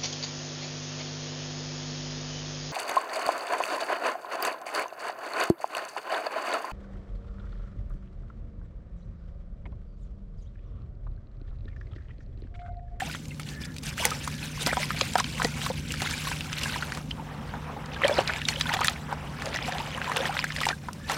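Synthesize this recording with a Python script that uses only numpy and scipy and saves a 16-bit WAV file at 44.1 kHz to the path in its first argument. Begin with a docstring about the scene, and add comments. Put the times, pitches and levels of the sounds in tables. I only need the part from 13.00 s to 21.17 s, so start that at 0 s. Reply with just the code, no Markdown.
"""Hands crumble a wet, gritty block over a basin of muddy water, then stir and scoop the mud.
Lumps plop in and trap ringing bubbles, grit patters and ticks on the surface, and the water
sloshes against the basin wall. Out in the yard a machine hums nearby and a far bird rasps.
The microphone is close to the basin and almost mono."""
import sys
import numpy as np
from scipy import signal
from scipy.fft import rfft, irfft, next_fast_len
from scipy.io import wavfile
from scipy.ndimage import uniform_filter1d, map_coordinates

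SR = 44100
rng = np.random.default_rng(int(sys.argv[2]) if len(sys.argv) > 2 else 0)


def master(y):
    """Save y as 16-bit WAV."""
    cut = np.clip(np.atleast_2d(y).T, -1, 1)
    pcm = np.round(cut * 32767)  # scale
    wavfile.write(sys.argv[1], SR, pcm.astype(np.int16))


N = 360297

# Lumps and drops landing: t/s, relative level/dB, cavity f/Hz, spray offset/dB
LUMPS = [(0.148, -21.5, 1280, -13), (0.397, -26.5, 1310, 0), (0.764, -27, 2370, -3),
         (0.783, -25.5, 2600, 1), (0.979, -19, 1500, -6), (1.052, -10, 2140, -18), (1.226, -26, 3040, -15),
         (1.276, -16, 1150, -2.5), (1.67, -16, 610, 2.5), (1.727, -11, 622, -19), (1.769, -8.5, 732, -28),
         (1.813, -23, 1630, -19), (1.83, -9, 2160, -25.5), (1.905, -11, 1220, -34), (2.01, -9.5, 1164, -17),
         (2.155, -4.5, 783, -21), (2.185, -17, 891, -11), (2.242, -21, 3170, -22),
         (2.399, -14.5, 1050, -12), (2.419, -7.5, 1520, -26), (2.447, -7.5, 460, -34),
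         (2.663, -14.5, 1080, -6), (2.701, -14.5, 515, -23), (2.912, -17, 2160, -21),
         (2.94, -16.5, 1620, -23), (3.006, -17, 1870, -14), (3.019, -13.5, 790, -23),
         (3.271, -16, 1100, -19), (3.315, -20.5, 960, -15), (3.408, -14.5, 2620, -26),
         (3.584, -18.5, 2730, -15), (3.634, -16, 2930, 0.5), (3.759, -17, 1140, -31),
         (3.824, -14, 1420, -23), (3.921, -15.5, 1550, -26.5), (3.973, -16.5, 1180, -11),
         (4.109, -18, 2840, -33), (4.538, -21.5, 950, -32), (5.018, -13, 1160, -20), (5.036, -33, 634, -33),
         (5.095, -10, 590, -29), (5.16, -24, 1260, -14), (5.185, -6, 557, -28), (5.276, -10, 3760, -30),
         (5.296, -11.5, 1540, -31), (5.336, -13, 2580, -30), (5.417, -12.5, 2750, -23),
         (5.452, -15.5, 3670, -18), (5.486, -18.5, 4220, 0), (5.611, -9.5, 3920, -31),
         (5.692, -11, 1440, -20), (5.791, -14, 1020, -27), (5.807, -12.5, 856, -8), (5.846, -10, 1580, -5),
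         (5.883, -12.5, 1304, -25), (6.126, -15.5, 821, -17), (6.421, -16, 1840, -14),
         (6.461, -27, 573, -18), (6.721, -20.5, 600, -18), (6.976, -20, 1080, -10), (7.016, -14, 1560, -27),
         (7.096, -18.5, 990, -10), (7.117, -14.5, 1190, -14), (7.26, -16.5, 1720, -13),
         (7.368, -11.5, 1590, -25.5), (7.391, -7.5, 2440, -31), (7.427, -25, 2160, -22),
         (7.441, -9.5, 1580, -11), (7.505, -17, 1740, -26), (7.563, -12, 1920, -14), (7.613, -16, 1180, -6),
         (7.633, -10, 2030, -20), (7.654, -7.5, 2180, -9.5), (7.666, -17, 880, -6), (7.687, -19, 650, -15),
         (7.885, -20, 940, -17), (8.097, -13.5, 840, -16), (8.116, -16, 844, 0)]


def plops():
    """A lump throws a broad splat, opens a cavity that rings briefly and slings fine spray."""
    s, db, hz, spray_db = np.transpose(LUMPS)
    cavity = bubbles(s, amp(db - 8), hz, cycles=14, rise=0.017, onset_cycles=1.0, size=1500)
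    splat = slaps(s, db - 8, ms=5.4, low_hz=0.77 * hz, high_hz=2.1 * hz, rise_ms=0.094)
    spray = slaps(s, db + spray_db - 3.5, ms=15, low_hz=3600, high_hz=10900, rise_ms=0.65)
    return cavity + splat + spray


def glugs():
    """Trapped air sings: it swells, climbs ever faster in pitch and fades."""
    # Clear bubbles: t/s, level/dB, starting f/Hz, time to fade 9 dB/ms
    pockets = [(.005, -23, 1800, 3.5), (.019, -23.5, 755, 12.5), (.096, -33.5, 1480, 8),
               (.309, -35, 2670, 3.5), (.316, -39, 2110, 9), (.637, -31, 3450, 2.5), (1.024, -26, 1000, 4),
               (1.052, -14.5, 2030, 2), (1.052, -21.5, 853, 6.5), (1.053, -26, 476, 5),
               (1.115, -25, 1250, 8), (1.278, -25, 1120, 0.5), (1.428, -28, 2560, 4),
               (1.671, -20.5, 1440, 2.5), (1.675, -32.5, 704, 29), (1.692, -22, 1960, 4),
               (1.732, -14, 1540, 1.5), (1.771, -20, 756, 2), (1.833, -26, 2110, 5), (2.012, -12, 2760, -1),
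               (2.016, -18.5, 560, 3), (2.157, -18, 1500, 2.5), (2.158, -15.5, 790, 4),
               (2.185, -16.5, 1340, 2), (2.203, -17, 1070, 4), (2.403, -30, 1030, 4),
               (2.422, -31, 1530, -1), (2.448, -21.5, 1920, 6), (2.45, -20, 388, 4), (2.666, -22, 1150, 4),
               (2.702, -24, 460, 2.5), (3.022, -21, 845, 0.5), (3.114, -22.5, 1550, 1.5),
               (3.135, -26.5, 2350, 8.5), (3.273, -29, 1100, 10), (3.317, -21, 1650, 1.5),
               (3.636, -26, 2740, 9), (3.657, -23, 1640, 6), (3.76, -25.5, 1010, 4), (3.826, -25, 1380, 5),
               (4.112, -19, 3050, 1.5), (4.196, -32.5, 890, 10), (4.765, -31.5, 810, 9),
               (4.963, -31, 1620, 10), (5.036, -10.5, 1940, 2), (5.042, -16, 3140, 3),
               (5.047, -12.5, 569, 14), (5.051, -15.5, 1830, 2), (5.074, -31, 756, 15),
               (5.082, -20.5, 2320, 4.5), (5.111, -17, 580, 14.5), (5.126, -27, 3440, 4.5),
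               (5.189, -17.5, 640, 7), (5.295, -24, 1426, 6), (5.366, -30, 1670, 8),
               (5.453, -18.5, 3750, 2.5), (5.487, -19, 2260, 4), (5.489, -22, 4300, 5),
               (5.613, -19, 3880, 3), (5.655, -28, 1460, 15), (5.696, -17, 1960, 1.5),
               (5.701, -28, 818, 19), (5.718, -24, 890, 4), (5.764, -22, 754, 5.5), (5.792, -34, 920, 9),
               (5.811, -20.5, 895, 6), (5.816, -16.5, 1190, 5), (6.472, -26, 583, 8),
               (6.559, -23, 1920, 6.5), (6.682, -24, 695, 14), (6.722, -22.5, 1710, 2),
               (6.725, -27, 604, 12), (6.752, -31, 720, 12), (6.801, -27, 863, 14),
               (6.98, -25.5, 1110, 5.5), (7.097, -28, 990, 7), (7.118, -21.5, 1950, 2),
               (7.176, -20, 3520, 1), (7.202, -24, 500, 14), (7.225, -29, 720, 7),
               (7.293, -23.5, 767, 11.5), (7.442, -17, 1610, 5), (7.616, -23.5, 1160, 6.5),
               (7.635, -22, 1900, 5), (7.667, -17, 863, 5), (7.691, -33, 620, 16), (7.701, -21, 1430, 1.5),
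               (7.708, -22, 1810, 5), (7.728, -26, 1570, 7.5), (7.888, -25.5, 1420, 2),
               (8.098, -23, 1960, 3.5), (8.118, -29.5, 1013, 13)]
    s, db, start_hz, fade_ms = np.vstack([pockets, dragged_bubbles(per_lump=2)]).T[..., None]
    fade_ms = np.maximum(fade_ms, 1)
    swell_ms = 0.55 + 0.071 * fade_ms  # larger pockets swell longer
    ms = 1000 * np.arange(SR // 9) / SR
    climb_ms = np.where(s > 5.2, 36, 78)  # from 5.2 s the stirring hands squeeze them: a faster climb
    hz = start_hz + 790 * (np.minimum(ms, 1.5 * (swell_ms + fade_ms)) / climb_ms) ** 2
    shape = np.minimum(ms / swell_ms, 1) * amp(-9 * (np.maximum(ms - swell_ms, 0) / fade_ms) ** 1.43)
    return lay(s[:, 0], amp(db) * shape * np.sin(2 * np.pi * np.cumsum(hz, axis=1) / SR))


def dragged_bubbles(per_lump):
    """Rows for glugs(): small bubbles that each lump drags under, pitched above its cavity."""
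    s, db, cavity_hz, _ = np.repeat(LUMPS, per_lump, axis=0).T
    lag, loudness, pitch, life = rng.standard_normal((len(s), 4)).T
    hz = np.minimum(cavity_hz * np.exp(0.55 * abs(pitch)), 5000)
    fade_cycles = 4.9 * np.exp(0.26 * life)
    return np.transpose([s + 0.004 * abs(lag), db - 18 + 3.3 * loudness, hz, 1000 * fade_cycles / hz])


def ticks():
    """Single stones and bursting films: a few milliseconds of noise around their ring."""
    # Small hard contacts: t/s, relative level/dB, ring f/Hz
    contacts = [(.255, -26.5, 4500), (.283, -28, 8040), (.345, -30, 5000), (0.397, -23, 3000),
                (.432, -25, 4200), (0.4884, -19.5, 4140), (.55, -30, 4500), (.72, -36, 5500),
                (.742, -31.5, 5200), (0.7652, -25, 3323), (0.7831, -37, 3380), (0.9734, -29, 3080),
                (1.053, 2, 10200), (1.106, -12.5, 7000), (1.2466, -22, 5360), (1.275, -23, 3740),
                (1.341, -24, 5100), (1.5943, -30.5, 3220), (1.6633, -4.5, 4730), (1.769, -14, 3620),
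                (1.991, -14.5, 5630), (2.012, -2, 3500), (2.1355, -16, 6350), (2.155, -9, 3270),
                (2.1809, -11.5, 8250), (2.2, -7, 5160), (2.2432, -9, 3270), (2.4463, -5.5, 4640),
                (2.6162, -13, 3090), (2.6625, -13, 3420), (2.921, -12, 6900), (3.019, -8.5, 4200),
                (3.0714, -19, 3780), (3.11, -14.5, 5170), (3.5295, -12, 3650), (3.632, -17, 3220),
                (3.9213, -19, 5030), (3.949, -19, 4280), (4.8594, -25.5, 5140), (4.9447, -21.5, 3100),
                (5.08, -10, 6360), (5.11, -25, 3430), (5.1731, -25, 4420), (5.2065, -15, 4100),
                (5.4859, -2.5, 4200), (5.598, -20, 9000), (5.6104, -3, 3770), (5.73, -15, 4200),
                (5.768, -14, 3150), (5.813, -14, 3180), (5.8454, -9.5, 8060), (5.872, -8.5, 7000),
                (5.8823, 1, 3080), (5.897, -15, 7000), (5.934, -26.5, 4000), (6.4577, -15, 5600),
                (6.465, -18, 2200), (6.53, -14.5, 1800), (6.543, -13, 3290), (6.571, -15, 4380),
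                (6.588, -12.5, 2000), (6.6657, -20, 3030), (6.7226, -16, 3470), (6.748, -23, 3500),
                (6.783, -15, 3680), (6.906, -21, 2800), (6.928, -24, 2500), (6.9653, -21, 3250),
                (7.044, -15, 2700), (7.162, -11.5, 3220), (7.2494, -30, 3100), (7.4405, -34, 3040),
                (7.5214, -14, 3560), (7.554, -25, 5700), (7.5857, -23, 3850), (7.6046, -13.5, 3570),
                (7.6881, -2, 3520), (7.9314, -21, 7540), (8.09, -30, 4536), (8.097, -15, 5500)]
    s, db, hz = np.transpose(contacts)
    high_hz = np.minimum(1.35 * hz, 11500)
    return slaps(s, db - 7, ms=10.8, low_hz=0.8 * hz, high_hz=high_hz, rise_ms=0.25, snap=2.4)


def thuds():
    """Shoved by a heavy clod, the mud gives way in a few slow cycles."""
    # Clods landing: t/s, relative level/dB, f/Hz
    clods = [(1.051, -38, 168), (1.663, -25, 257), (2.182, -35, 173), (2.445, -22.5, 227),
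             (2.692, -36, 170), (5.047, -39, 261), (5.185, -17, 370)]
    s, db, hz = np.transpose(clods)
    return bubbles(s, amp(db + 1.5), hz, cycles=9, rise=0.044, onset_cycles=0.18, size=3000)


def water():
    """The slosh carries large gurgling bubbles, the froth small ones, the patter short grains of grit."""
    # Steady stir and pour: t/s, then relative level/dB of slosh, froth and grit
    flow = [(0, -41, -38.5, -39), (.15, -51, -49, -45), (.21, -55, -66, -50.5), (.5, -57, -68, -57),
            (.73, -55, -67, -56), (.95, -51, -55, -53.5), (1.4, -61, -56, -51), (1.75, -43, -37.5, -37),
            (2.34, -48, -49, -42.5), (2.5, -49, -51, -48), (2.85, -50.5, -48.5, -43.5),
            (3.1, -40.5, -37, -36), (3.4, -47.5, -46.5, -46.5), (3.7, -42, -35.5, -37.5),
            (3.97, -39, -52.5, -45.5), (4.04, -49.5, -61, -53), (4.3, -38.5, -47.5, -56),
            (4.95, -38.5, -45.5, -57.5), (5.07, -30.5, -42, -44), (5.45, -49, -43.5, -47),
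            (5.89, -35, -35.5, -41.5), (5.95, -43.5, -48, -48), (6.15, -36.5, -53, -54.5),
            (6.6, -36.5, -39, -47.5), (7.0, -35, -43.5, -47), (7.25, -28, -35, -41.5),
            (7.42, -48, -41, -52), (7.68, -38, -43, -36.5), (7.76, -52.5, -68, -55),
            (8.07, -53, -72, -54.5), (8.17, -31.5, -63, -38)]
    # Spectra of moving water, bursting froth and falling grit: f/Hz, relative level/dB
    slosh_spectrum = [(150, -43.5), (250, -12), (506, 0), (624, -4), (830, 0.5), (1650, -6), (2480, -16),
                      (3100, -18), (6000, -36), (9000, -52), (11700, -75), (19800, -120)]
    froth_spectrum = [(900, -19), (1600, 0.5), (2500, 2.5), (4000, -8.5), (7000, -31)]
    grit_spectrum = [(880, -52), (1500, 4), (1660, -2.5), (1920, -4), (2230, 3.5), (2940, 1), (8400, -8.5),
                     (14900, -20), (16000, -24)]
    slosh_db, froth_db, grit_db = curves(flow)
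    splash, pour = handfuls()
    air = aeration()
    surge = air * wobble(25)
    slosh = 0.52 * rush(slosh_spectrum, patchy_db=3) + 0.3 * air * swarm(
        900, centre_hz=905, spread=0.366, cycles=25.5, rise=0.13, onset_cycles=1.9,
        scatter_db=4, size=1500)
    froth = 0.36 * rush(froth_spectrum, patchy_db=3.5) + 0.9 * air * swarm(
        4200, centre_hz=2587, spread=0.357, cycles=17, rise=0.075, onset_cycles=1.6,
        scatter_db=4.2, size=500)
    grains = swarm(9000, centre_hz=6150, spread=0.42, cycles=7, rise=0, onset_cycles=0.78,
                   scatter_db=3.5, size=96)
    patter = 0.71 * rush(grit_spectrum, patchy_db=5) + 0.38 * air * grains
    slosh *= (amp(slosh_db) + splash) * amp(1.5 * surge)
    froth *= (amp(froth_db) + amp(-6.5) * splash) * amp(0.69 * surge + 1.85 * air * wobble(30))
    patter *= (amp(grit_db) + pour) * amp(1.5 * surge + 1.6 * air * wobble(70))  # grit pours unevenly
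    return slosh + froth + patter


def handfuls():
    """Gains of slosh and of grit: each handful swells to its peak and fades a little more slowly."""
    # Falls and splashes: peak t/s, time to swell 9 dB/s (sign ignored), slosh level/dB, grit level/dB
    falls = [(.412, .012, -56, -48), (.5, 0.04, -60, -47), (.62, .012, -55, -40), (.652, .008, -58, -39.5),
             (.835, 0.005, -41, -35), (.875, 0.03, -45, -35.5), (.93, -0.01, -55, -44),
             (1.0, .025, -43, -34.5), (1.054, .03, -31, -32), (1.12, .04, -39, -42),
             (1.27, 0.1, -49.5, -45), (1.432, 0.06, -50, -41.5), (1.56, 0, -41, -37),
             (1.619, 0.0168, -37, -33), (1.68, -0.02, -33, -31.5), (1.82, 0.03, -55, -43),
             (2.02, -0.05, -48, -54), (2.19, 0.0135, -26.5, -32), (2.428, 0.0533, -39, -39.5),
             (2.56, 0.05, -44, -42), (2.65, 0.0636, -40, -36), (3.04, 0.02, -44, -42),
             (3.28, 0.11, -53, -41), (3.65, .03, -40, -41), (3.82, .04, -47, -48), (5.05, 0.01, -26.5, -48),
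             (5.12, 0.07, -41, -67), (5.19, 0.03, -29, -43.5), (5.29, 0.0358, -33, -58),
             (5.37, 0.03, -45, -51), (5.495, 0.02, -36.5, -38.5), (5.55, 0.02, -48, -58),
             (5.64, 0.08, -44.5, -48.5), (5.74, 0.0073, -25.5, -34), (5.81, 0.03, -41, -54),
             (5.86, 0.01, -41, -34), (6.12, .02, -37.5, -58), (6.4, 0.26, -64, -64),
             (6.55, -0.0055, -40, -41), (6.67, -0.02, -45, -42), (6.8, -0.01, -33, -52),
             (7.17, -0.0036, -27, -33), (7.27, -0.0149, -36, -39), (7.39, -0.05, -48, -45.5),
             (7.44, 0, -47, -47), (7.62, -0.01, -40, -40), (7.708, .012, -29, -49), (7.9, 0.1, -52.5, -72),
             (8.106, -0.0263, -32, -37.5), (8.135, -0.02, -38, -43)]
    s, swell, slosh_db, grit_db = np.transpose(falls)[..., None]
    t = np.arange(0, N + 64, 64) / SR - s
    shape = amp(-9 * np.where(t < 0, t / swell, t / (1.13 * swell)) ** 2)
    return [np.repeat((amp(db) * shape).sum(0), 64)[:N] for db in (slosh_db, grit_db)]


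def aeration():
    """Gain of 1 while the surface is broken, 9 dB less while the hands stay under and draw in no air."""
    # Hands submerged: from t/s, to t/s
    submerged = [(4.13, 4.93), (5.96, 6.38)]
    t = np.arange(N) / SR
    under = sum(np.clip(np.minimum(t - start, end - t) / 0.05, 0, 1) for start, end in submerged)
    return amp(-9 * under)


def basin_echo(x):
    """The basin wall returns a short scattered echo."""
    t = np.arange(SR // 8) / SR
    tail = rng.standard_normal(len(t)) * amp(-60 * t / 0.051)
    return signal.fftconvolve(np.pad(x, (60, 0)), tail / np.linalg.norm(tail))[:N]


def machine():
    """A nearby machine hums in slightly unsteady tones over the low rumble of machinery farther off."""
    # Hum tones: f/Hz, relative level/dB, pitch wander/Hz
    tones = [(75.3, -47.5, 6.07), (149.8, -39.5, 2.3), (228.5, -56.5, 3.55)]
    # Rumble spectrum: f/Hz, relative level/dB
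    spectrum = [(12, -44), (20, -28), (54, -1), (107, -3), (151, -3), (195, -4), (250, -4), (351, -21),
                (450, -22), (580, -19.5), (990, -120)]
    # Slow drift of hum and rumble together: t/s, relative level/dB
    drift = [(0, -41), (1.2, -39), (2.9, -37), (4.2, -39.5), (6.6, -39), (8.17, -42)]
    t = np.arange(N) / SR
    hum = 0
    for hz, db, wander_hz in tones:
        gain = np.sqrt(2) * amp(db + 1.2 * wobble(4.7))
        turns = hz * t + np.cumsum(wander_hz * wobble(11)) / SR
        hum += gain * np.sin(2 * np.pi * turns)
    return amp(curves(drift)[0] + 36.5) * (hum + amp(-37.5) * rush(spectrum, patchy_db=1))


def bird(pitch_hz=290, attack_s=0.052, release_s=0.06):
    """Hoarse calls from far away: uneven pulses and breath noise through narrow throat resonances."""
    # Calls: t/s, length/s, level/dB
    caws = [(0.476, 0.22, -49), (1.17, 0.28, -50.5), (7.983, .18, -49.5)]
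    # Throat resonances: f/Hz, width/Hz, relative level/dB
    resonances = [(1720, 260, 4.5), (2020, 200, -9), (1450, 330, -6)]
    turns = np.cumsum(pitch_hz * (1 + 0.0316 * wobble(40))) / SR
    pulses = unit(np.diff(np.floor(turns), prepend=0))
    breath = 1.3 * rng.standard_normal(N)
    voice = filtered(pulses + breath, lambda f: sum(
        amp(db) * (1j * f * width / (hz * hz - f * f + 1j * f * width)) ** 2
        for hz, width, db in resonances))
    t = np.arange(N) / SR
    calls = sum(amp(db) * np.clip(np.minimum((t - s) / attack_s, 1 + (s + length - t) / release_s), 0, 1)
                for s, length, db in caws)
    return unit(voice) * calls


def yard_hiss():
    """Faint air of the yard and the microphone's own hiss."""
    # Noise floor: f/Hz, relative level/dB
    spectrum = [(180, -6), (300, 18.5), (667, -2), (2360, -25), (2700, -9), (3760, -1), (4160, -14.5),
                (5520, -1.5), (6620, -8), (16000, -14.5)]
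    return amp(-55.5) * rush(spectrum, patchy_db=2.5)


def stereo_image(mid):
    """Almost mono: the bass is centred and the treble has a slight, diffuse stereo width."""
    # Stereo width: f/Hz, side level against mid/dB
    width = [(3000, -50), (4200, -21), (6000, -10), (15000, -9)]
    hz, _, bins = signal.stft(mid, SR, nperseg=128)
    bins = bins * amp(along(width, hz))[:, None] * np.exp(2j * np.pi * rng.random(bins.shape))
    side = signal.istft(bins, SR, nperseg=128)[1][:N]
    return np.array([mid + side, mid - side])


def bubbles(s, gain, hz, cycles, rise, onset_cycles, size):
    """Damped sines, 60 dB down after `cycles`, that climb in pitch as the bubble nears the surface."""
    turns = hz[:, None] * np.arange(size) / SR
    life = turns / np.maximum(np.reshape(cycles, (-1, 1)), 1)
    shape = amp(-60 * life) * (1 - np.exp(-turns / onset_cycles))
    shape /= shape.max(1, keepdims=True)
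    ring = np.sin(2 * np.pi * turns * (1 + rise * np.minimum(life, 1)))
    return lay(s, gain[:, None] * shape * ring)


def swarm(count, centre_hz, spread, cycles, rise, onset_cycles, scatter_db, size):
    """A random shower of bubbles or grains of rms 1, a few much louder than the rest."""
    when, loudness = rng.random((count, 2)).T
    pitch, life = rng.standard_normal((count, 2)).T
    hz = np.clip(centre_hz * np.exp(spread * pitch), 250, 15000)
    gain = amp(-scatter_db * np.log(1 - 0.995 * loudness))
    return unit(bubbles(when * N / SR, gain, hz, cycles * np.exp(0.4 * life), rise, onset_cycles, size))


def slaps(s, db, ms, low_hz, high_hz, rise_ms, snap=0):
    """Short bursts of noise, each in its own band, dying 60 dB in `ms`."""
    t = np.arange(SR // 40) / SR
    shape = amp(-60 * t / (ms / 1000)) * (1 - np.exp(-t / (rise_ms / 1000)))
    burst = rng.standard_normal((len(s), len(t))) * shape
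    burst[:, 0] = snap  # first contact
    f = np.fft.rfftfreq(2 * len(t), 1 / SR)
    low, high = 1j * f / np.reshape(low_hz, (-1, 1)), 1j * f / np.reshape(high_hz, (-1, 1))
    band = (low / (1 + low)) ** 2 / (1 + 1.55 * high + high ** 2) ** 3
    burst = irfft(rfft(burst, 2 * len(t)) * band)[:, :len(t)]
    return lay(s, amp(db)[:, None] * burst / np.abs(burst).max(1, keepdims=True))


def rush(spectrum, patchy_db):
    """Coloured noise of rms 1 with patches of random gain in time and frequency."""
    bins = signal.stft(rng.standard_normal(N + 512), nperseg=256)[2]
    patches = uniform_filter1d(uniform_filter1d(rng.standard_normal(bins.shape), 5, 0), 5, 1)
    noise = signal.istft(bins * amp(patchy_db * unit(patches)), nperseg=256)[1][:N]
    return unit(filtered(noise, lambda hz: amp(along(spectrum, hz))))


def amp(db):
    """Decibels to gain."""
    return 10 ** (np.asarray(db) / 20)


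def unit(x):
    """Scaled to rms 1."""
    return x / np.sqrt(np.mean(x ** 2) + 1e-20)


def along(points, hz):
    """Interpolates (f/Hz, value) points on a log frequency axis."""
    f, values = np.transpose(points)
    return np.interp(np.log(hz + 1), np.log(f + 1), values)


def curves(rows):
    """One value per sample for each column after the time."""
    s, *columns = np.transpose(rows)
    return [np.interp(np.arange(N) / SR, s, column) for column in columns]


def wobble(rate):
    """A smooth random curve, `rate` knots a second."""
    return map_coordinates(rng.standard_normal(int(N * rate / SR) + 4), [np.arange(N) * rate / SR])


def filtered(x, response):
    """x through a complex frequency response."""
    size = next_fast_len(N + SR // 2)
    return irfft(rfft(x, size) * response(np.fft.rfftfreq(size, 1 / SR)), size)[..., :N]


def lay(s, rows):
    """Adds each row of samples at its time in seconds."""
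    at = np.round(s * SR).astype(int)[:, None] + np.arange(rows.shape[1])
    return np.bincount(at.ravel(), rows.ravel(), N + SR)[:N]


def scene():
    """The basin close to the microphone, with the machine, the bird and the yard behind it."""
    hits = plops() + glugs() + ticks() + thuds()
    return stereo_image(hits + amp(-11) * basin_echo(hits) + water() + machine() + bird() + yard_hiss())


def record(dry):
    """The microphone chain passes nothing above 15.9 kHz."""
    return filtered(dry, lambda hz: hz < 15900)


dry = scene()
out = record(dry)
master(out)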